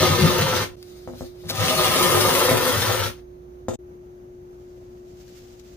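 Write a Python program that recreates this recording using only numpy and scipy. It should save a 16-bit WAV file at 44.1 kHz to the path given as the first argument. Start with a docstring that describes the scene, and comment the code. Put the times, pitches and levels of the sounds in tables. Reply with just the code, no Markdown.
"""On a workshop bench, a curved steel scraper is drawn twice along a wooden shaft, close to a two-port microphone.
Tearing fibres are jumpy noise: it hisses, rings the bending modes of the shaft and thumps the bench.
Short pushes knock the shaft, gloves rustle as shaped noise, and grit ticks; later only sleeves further off are heard.
A mains hum of wavering tones and a ventilation rumble of shaped noise run throughout; the level dips briefly twice."""
import sys
import numpy as np
from scipy import signal
from scipy.fft import rfft, irfft, next_fast_len
from scipy.io import wavfile
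from scipy.ndimage import map_coordinates

SR = 44100
rng = np.random.default_rng(int(sys.argv[2]) if len(sys.argv) > 2 else 0)


def log_audio(samples):
    """Write samples as a 16-bit WAV file to the path given in sys.argv[1]."""
    # one column per channel
    frames = np.atleast_2d(samples).T
    # limit to full scale, then quantise
    limited = np.clip(frames, -1, 1)
    pcm = np.round(limited * 32767).astype(np.int16)
    wavfile.write(sys.argv[1], SR, pcm)


N = 254016

# All table levels are relative: later steps may scale them.
# Ventilation noise: (frequency [Hz], level per Hz [dB])
AIR = [(15, -46), (28, -14), (70, -14.5), (130, -17), (240, -22.5), (400, -25), (650, -26), (1000, -35.5),
       (1500, -40), (3500, -53), (5200, -55.5), (6400, -48.5), (7400, -63.5), (15400, -53.5)]
# Likeness of the air noise at the two ports: (frequency [Hz], likeness [-1 to 1])
AIR_ALIKE = [(60, 0.93), (240, 0.83), (950, -0.68), (3770, 0.0061), (15000, -0.01)]
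# Main tone of the mains hum: (time [s], level [dB], left over right [dB])
HUM = [(.0, -48, -15), (1.2, -43.5, -4), (1.45, -43.5, -7), (3.2, -44.5, -6.5), (3.4, -45.5, -7),
       (3.7, -43.5, -4), (3.8, -43.5, 3), (5.07, -44, 3), (5.26, -47.5, 3.5), (5.76, -47, 3.5)]
# Other mains tones: (frequency [Hz], level [dB])
MAINS = [(59.6, -54), (119.5, -63), (240, -65)]
# Cloth sound of sleeves further off: (frequency [Hz], level per Hz [dB])
SLEEVES = [(710, -37), (1200, -6), (3100, -3), (3640, -4), (4760, -2.5), (6700, -2.5), (9520, -15.5),
           (15400, -10)]
# Loudness of those sleeves: (time [s], level [dB])
PASSING = [(3.8, -87), (4.12, -76), (4.3, -79), (4.7, -70), (4.97, -70), (5.328, -58.5), (5.58, -61.5),
           (5.76, -62)]
# Cloth sound of gloves close by: (frequency [Hz], level per Hz [dB])
GLOVES = [(710, -31), (1200, -9), (1710, -8), (2970, -7.5), (3760, -0.5), (4760, -2), (6620, -6),
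          (7370, -11), (15400, -7.5)]
# Gloves shifting their grip: (start [s], loudest [s], end [s], level [dB])
GRIPS = [(0.74, 0.873, 1.5, -56), (1.062, 1.225, 1.3, -49.5), (1.332, 1.35, 1.56, -58),
         (1.415, 1.474, 1.2, -49)]
# Grit under glove or blade, and the blade landing: (time [s], level [dB], rise [s per 60 dB], fall [s per 60 dB])
TICKS = [(.827, -39, .004, .025), (1.352, -58, .004, .08), (1.499, -21, .045, .12), (1.511, -21, .06, .015),
         (5.597, -57, .015, .05), (1.556, -30, .02, .1)]
# Blows: (time [s], push level [dB], blade rattle level [dB], hardness [Hz])
KNOCKS = [(.232, -12.5, -58, 310), (1.0755, -17.5, -55, 495), (1.087, -25.5, -74, 497),
          (1.136, -25.5, -65, 439), (1.2088, -16.5, -53, 350), (1.22, -26, -62, 450),
          (1.437, -32, -77, 400), (1.503, -15, -50, 880), (2.5115, -3, -34, 380), (2.519, -5, -40, 380),
          (2.896, -8, -37, 900), (2.906, -8, -39.5, 1090), (3.6841, -8, -38, 452), (3.693, -19, -60, 300),
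          (3.709, -20.5, -45, 385), (3.736, -21, -43, 397)]
# Ringing of the steel blade: (frequency [Hz], width [Hz], level [dB])
BLADE_MODES = [(3620, 200, -1.5), (3700, 100, -14.5), (6700, 370, 6), (7780, 43, 14.5)]
# Ringing of the bench: (frequency [Hz], width [Hz], level in a blow [dB])
BENCH_MODES = [(102.1, 22, 0), (150, 63, -2)]
# Bending modes of the shaft: (frequency [Hz], width [Hz], level [dB], place where the blade drives it best [0-1])
SHAFT_MODES = [(247.7, 24, -2, 0.56), (359.6, 15, 3.5, 0.4), (517.8, 40.4, 2, 0.54), (636, 61, -5.5, 0.23),
               (653.4, 96, -9.5, 0.47), (764.4, 40, -8, 0.2), (868, 140, -12, 0.56), (1019, 35, -6, 0.47),
               (1102, 27, -9, 0.43), (1240, 32, -3, .3), (1337, 38, -6, .6), (1600, 170, -15, 0.61),
               (1803, 45, -9.5, 0.57), (2114, 59, -14.5, .4)]
# Level of each bench mode with the blade at mid shaft, one entry a mode: (level [dB])
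BENCH_OVER_DB = [1, -3]
# Change of each bench mode from one end of the shaft to the other: (change [dB])
BENCH_TILT_DB = [6, -12]
# The shaft rocking on the bench: (time [s], length [s], lower mode level [dB], upper mode level [dB])
JOLTS = [(.11, 0.028, -24.5, -22), (.25, 0.061, -28, -14.5), (.43, 0.033, -21.5, -23.5),
         (1.472, 0.065, -35, -40), (1.553, 0.053, -38.5, -41), (1.613, 0.065, -25.5, -47),
         (1.899, 0.027, -37, -30), (2.3, 0.07, -34, -34.5), (2.809, 0.14, -26.5, -49),
         (3.04, 0.076, -32, -44)]
# Strokes of the blade: (start [s], end [s], place at start [0-1], place at end [0-1], shaft over pressure [dB],
# bench over pressure [dB], most treble [dB], left lead at start [ms], left lead at end [ms], right shading [0-1])
STROKES = [(0, 0.751, .19, 0.84, 3.8, 1, 0.5, .059, .066, .45),
           (1.6, 3.1, 0.059, 0.83, 4.48, -5, 6, .12, .058, 0.95)]
# Pressure of the blade, one list a stroke: (time [s], level [dB])
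PRESSURE = [
    [(0, -23), (.1, -30), (.3, -29.5), (.48, -31), (.622, -30), (.676, -52), (.75, -66)],
    [(1.44, -57), (1.49, -49.5), (1.53, -39), (1.59, -32), (1.625, -27.5), (2.1, -26.5), (2.5, -29),
     (2.62, -31), (2.69, -29), (2.93, -31), (3.062, -33.5), (3.14, -60), (3.2, -64.5)],
]
# Hiss of the tearing fibres: (frequency [Hz], level per Hz [dB])
FIBRES = [(1290, -8.5), (2200, -4.5), (2470, -6.5), (2700, -3), (2930, -5), (3330, -2), (4810, -6),
          (6620, -8), (7420, -16), (8050, -14), (9090, -10), (9710, -12.5), (10800, -11.5), (12600, -17.5),
          (15400, -9)]
# Time for echoes to fall 60 dB: (frequency [Hz], time [s])
WALLS = [(100, 0.31), (1000, 0.17), (5000, 0.15), (15000, 0.15)]
# Shading of the right port by the microphone body: (frequency [Hz], level [dB])
SHADOW = [(100, -6.5), (1000, -0.5), (6500, -3), (8100, -15), (9400, -11), (10400, -9), (11800, -6),
          (15000, -8)]
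# Brief dips of the level: (fade starts [s], deepest [s], back to normal [s], depth [dB])
DROPOUTS = [(.7565, .759, .768, -14), (3.7575, 3.773, 3.7895, -34)]

AIR_DB, HUM_HZ = -49, 360.0
GRIP_FADE_DB, STILL_DB = 11, -78  # fall from the loudest moment to either end; rustle of hands at rest
KNOCK_BENCH_DB = -8  # how much of a blow reaches the bench
FACING, TURN_DB = 0.45, 37  # place where the blade faces the microphone; treble lost per squared place away
HISS_DB = 3  # hiss over the pressure
FAR_FROM_S = 3.773  # from here on only the sleeves further off sound over the background
TOP_HZ = 15540  # nothing passes above this


def amp(db):
    """Turn decibels into a plain factor."""
    return 10 ** (np.asarray(db) / 20)


def unit(x):
    """Scale a sound to an average (RMS) strength of one."""
    return x / np.sqrt(np.mean(x ** 2) + 1e-20)


def along(points, hz):
    """Read a (frequency, value) table between its points on a log axis."""
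    f, v = np.transpose(points)
    return np.interp(np.log(hz + 1), np.log(f + 1), v)


def curves(rows, outside=None):
    """Give one value per sample for each column after the time."""
    s, *cols = np.transpose(rows)
    t = np.arange(N) / SR
    return np.array([np.interp(t, s, col, outside, outside) for col in cols])


def wobble(rate):
    """A smooth random curve with this many random points a second."""
    knots = rng.standard_normal(int(N * rate / SR) + 4)
    return map_coordinates(knots, [np.arange(N) * rate / SR])


def filtered(x, response):
    """Multiply the spectrum of x by a response that depends on frequency."""
    m = next_fast_len(N + SR // 2)
    hz = np.fft.rfftfreq(m, 1 / SR)
    return irfft(rfft(x, m) * response(hz), m)[..., :N]


def coloured(x, spectrum):
    """Shape x by a table of levels over frequency."""
    return filtered(x, lambda hz: amp(along(spectrum, hz)))


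def resonance(centre_hz, width_hz, db):
    """One ringing mode: it answers best at its own pitch and rings longer when narrow."""
    return lambda f: amp(db) * 1j * f * width_hz / (centre_hz ** 2 - f * f + 1j * f * width_hz)


def tearing(grain_db, clump_db):
    """Friction noise, as of fibres letting go: its size jumps from grain to grain and in clumps."""
    size_db = grain_db * wobble(900) + clump_db * wobble(45)
    return unit(rng.standard_normal(N) * amp(size_db))


def workshop():
    """Steady air noise, alike at both ports only in the bass, under a wavering mains hum."""
    def turn(hz):
        return np.arccos(np.clip(along(AIR_ALIKE, hz), -1, 1)) / 2

    # the middle part is shared by both ports, the side part is opposite in them
    mid, side = filtered(rng.standard_normal((2, N)),
                         lambda hz: amp(along(AIR, hz)) * [np.cos(turn(hz)), np.sin(turn(hz))])
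    air = amp(AIR_DB + 0.8 * wobble(21)) * unit(np.array([mid + side, mid - side]))
    t = np.arange(N) / SR
    hum_db, pan_db = curves(HUM)
    hum_tone = np.sin(2 * np.pi * HUM_HZ * t + 0.051 * wobble(18))
    hum = np.sqrt(2) * amp(hum_db + 0.25 * wobble(4.9)) * hum_tone
    mains = sum(np.sqrt(2) * amp(db + 2.0 * wobble(0.89)) * np.sin(2 * np.pi * hz * t) for hz, db in MAINS)
    return air + mains + hum * amp([pan_db / 2, -pan_db / 2])


def cloth():
    """Fabric slides over wood and steel and grit ticks; from further off the two ports hear it unalike."""
    fades = [curves([(a, db - GRIP_FADE_DB), (b, db), (c, db - GRIP_FADE_DB)], -120)[0] for a, b, c, db in GRIPS]
    rustle = amp(np.maximum(np.max(fades, axis=0), STILL_DB))
    passing = amp(curves(PASSING)[0])
    t = np.arange(N) / SR
    grit = 0
    for s, db, rise, fall in TICKS:
        time_60db = np.where(t < s, max(rise, 0.002), max(fall, 0.003))
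        grit = grit + amp(db - 60 * np.abs(t - s) / time_60db)
    near = unit(coloured(tearing(grain_db=-2.5, clump_db=2.0), GLOVES))
    two_ports = np.array([tearing(grain_db=1.5, clump_db=-2.0) for port in range(2)])
    far = unit(coloured(two_ports, SLEEVES))
    return rustle * near, grit * near, amp(4) * (passing + grit) * far


def knocks():
    """Each blow is a push as short as it is hard; it rings the shaft and bench and rattles the blade."""
    force, rattle = np.zeros(N + SR), np.zeros(N + SR)
    t = np.arange(SR // 5) / SR
    for s, db, blade_db, hard_hz in KNOCKS:
        u = 2 * np.pi * hard_hz * t
        force[round(s * SR):][:len(t)] -= amp(db + 16) * u * np.exp(-u)
        # the rattle falls 60 dB in 0.11 s
        rattle[round(s * SR):][:len(t)] += amp(blade_db - 60 * t / 0.11) * rng.standard_normal(len(t))

    def wood_and_bench(hz):
        shaft = sum(resonance(*mode[:3])(hz) for mode in SHAFT_MODES)
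        return shaft + amp(KNOCK_BENCH_DB) * sum(resonance(*mode)(hz) for mode in BENCH_MODES)

    wood = filtered(force[:N], wood_and_bench)
    steel = filtered(rattle[:N], lambda hz: sum(resonance(*mode)(hz) for mode in BLADE_MODES))
    return wood + amp(7) * steel + amp(6.0) * coloured(rattle[:N], SLEEVES)


def blade():
    """Where the blade is and how it sounds at each sample; between strokes it waits at the next start."""
    t = np.arange(N) / SR
    rows = np.array(STROKES)
    current = np.minimum(np.searchsorted(rows[:, 1], t), len(rows) - 1)
    start, end, place0, place1, wood_db, bench_db, treble_db, lead0, lead1, shade = rows[current].T
    done = np.clip((t - start) / (end - start), 0, 1)
    place = place0 + done * (place1 - place0)
    treble_db = treble_db - TURN_DB * (place - FACING) ** 2
    lead_ms = lead0 + done * (lead1 - lead0)
    return place, wood_db, bench_db, treble_db, lead_ms, shade


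def bench(pressure_db, place, bench_db):
    """Level of each bench mode: it follows the pressure, shifts with the place, and swells at every jolt."""
    t = np.arange(N) / SR
    steady = amp([pressure_db + bench_db + over + tilt * (place - 0.5)
                  for over, tilt in zip(BENCH_OVER_DB, BENCH_TILT_DB)])
    swells = sum(amp(db)[:, None] * np.exp(-2 * ((t - s) / length) ** 2) for s, length, *db in JOLTS)
    return steady + swells


def ringing(force, place, reach):
    """The blade drives each shaft mode best near one place; neighbouring modes swing in opposite senses."""
    total = 0
    for k, (*mode, best) in enumerate(SHAFT_MODES):
        drive = 0.5 + np.exp(-((place - best) / reach) ** 2)
        total = total + (-1) ** k * filtered(force * drive, resonance(*mode))
    return total


def strokes():
    """Tearing fibres and blade pressure ring the shaft, hiss in the air and thump the bench."""
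    pressure_db = np.max([curves(rows, -120)[0] for rows in PRESSURE], axis=0)
    place, wood_db, bench_db, treble_db = blade()[:4]
    # the hand damps the slowest swings
    drag = filtered(tearing(grain_db=3.0, clump_db=1.45), lambda hz: 1j * hz / (1j * hz + 400))
    wood = unit(ringing(drag, place, reach=0.32))
    hiss = unit(coloured(tearing(grain_db=4.5, clump_db=0.24), FIBRES))
    treble = filtered(hiss, lambda hz: 1 / (1 + (8000 / (hz + 1)) ** 8))
    hiss = hiss + (amp(treble_db) - 1) * treble
    push = tearing(grain_db=-0.5, clump_db=-2.5)
    thump = 0
    for level, mode in zip(bench(pressure_db, place, bench_db), BENCH_MODES):
        # squared: a steeper resonance
        thump = thump + level * unit(filtered(push, lambda hz: resonance(*mode)(hz) ** 2))
    return amp(pressure_db + wood_db) * wood, amp(pressure_db + HISS_DB) * hiss, thump


def room(x, count=90):
    """Echoes die at a speed set by their pitch; as things move, the pattern of echoes is renewed."""
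    hop, size = N // count + 1, SR // 4
    hz, t, z = signal.stft(rng.standard_normal((count + 1, 2, size)), SR, nperseg=256)
    decay = amp(-60 * t / along(WALLS, hz)[:, None])
    tails = signal.istft(z * decay, SR, nperseg=256)[1][..., :size]
    padded = np.pad(x, (hop + 150, 2 * hop))  # echoes start 150 samples late
    out = np.zeros((2, N + 4 * hop + size))
    window = np.sin(np.pi * np.arange(2 * hop) / (2 * hop))  # overlapping pieces
    for k, tail in enumerate(tails):
        piece = padded[k * hop:][:2 * hop] * window
        echo = signal.fftconvolve(piece[None], tail / np.linalg.norm(tail[0]), axes=1)
        out[:, k * hop:][:, :2 * hop + size - 1] += echo
    return out[:, hop:hop + N]


def ports(direct, far):
    """The left port hears first; walls fill in; the body of the microphone shades the right port."""
    lead_ms, shade = blade()[4:]
    shift = lead_ms * SR / 2000  # half the lead in samples, one way for each port
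    shade = np.clip(shade, 0, 1)
    heard = [map_coordinates(direct, [np.arange(N) + side * shift], order=5) for side in (1, -1)]
    pair = np.array(heard) + room(far)
    pair[1] = (1 - shade) * pair[1] * amp(-1.0) + shade * coloured(pair[1], SHADOW)
    return pair


def scene():
    """Close work at the bench gives way to sleeves further off, over the steady workshop sound."""
    wood, hiss, thump = strokes()
    blows = knocks()
    near, grit, far = cloth()
    direct = wood + hiss + thump + blows + near + grit
    to_walls = (amp(-4.5) * wood + amp(2.5) * hiss + amp(-11) * thump
                + amp(-2.5) * blows + amp(4.0) * near + amp(-32) * grit)
    work = ports(direct, to_walls)
    return np.where(np.arange(N) < FAR_FROM_S * SR, work, far) + workshop()


def record(dry):
    """The level dips briefly twice; the microphone loses the deep bass; nothing passes above the band limit."""
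    t = np.arange(N) / SR
    gain_db = sum(np.interp(t, [a, a + 0.001, b, c - 0.002, c], [0, 0.6 * db, db, 0.6 * db, 0])
                  for a, b, c, db in DROPOUTS)

    def band(hz):
        low_cut = (1j * hz / (1j * hz + 25)) ** 2
        high_cut = np.sin(np.pi / 2 * np.clip((TOP_HZ - hz) / 120, 0, 1)) ** 2
        return low_cut * high_cut

    return filtered(dry * amp(gain_db), band)


dry = scene()
out = record(dry)
log_audio(out)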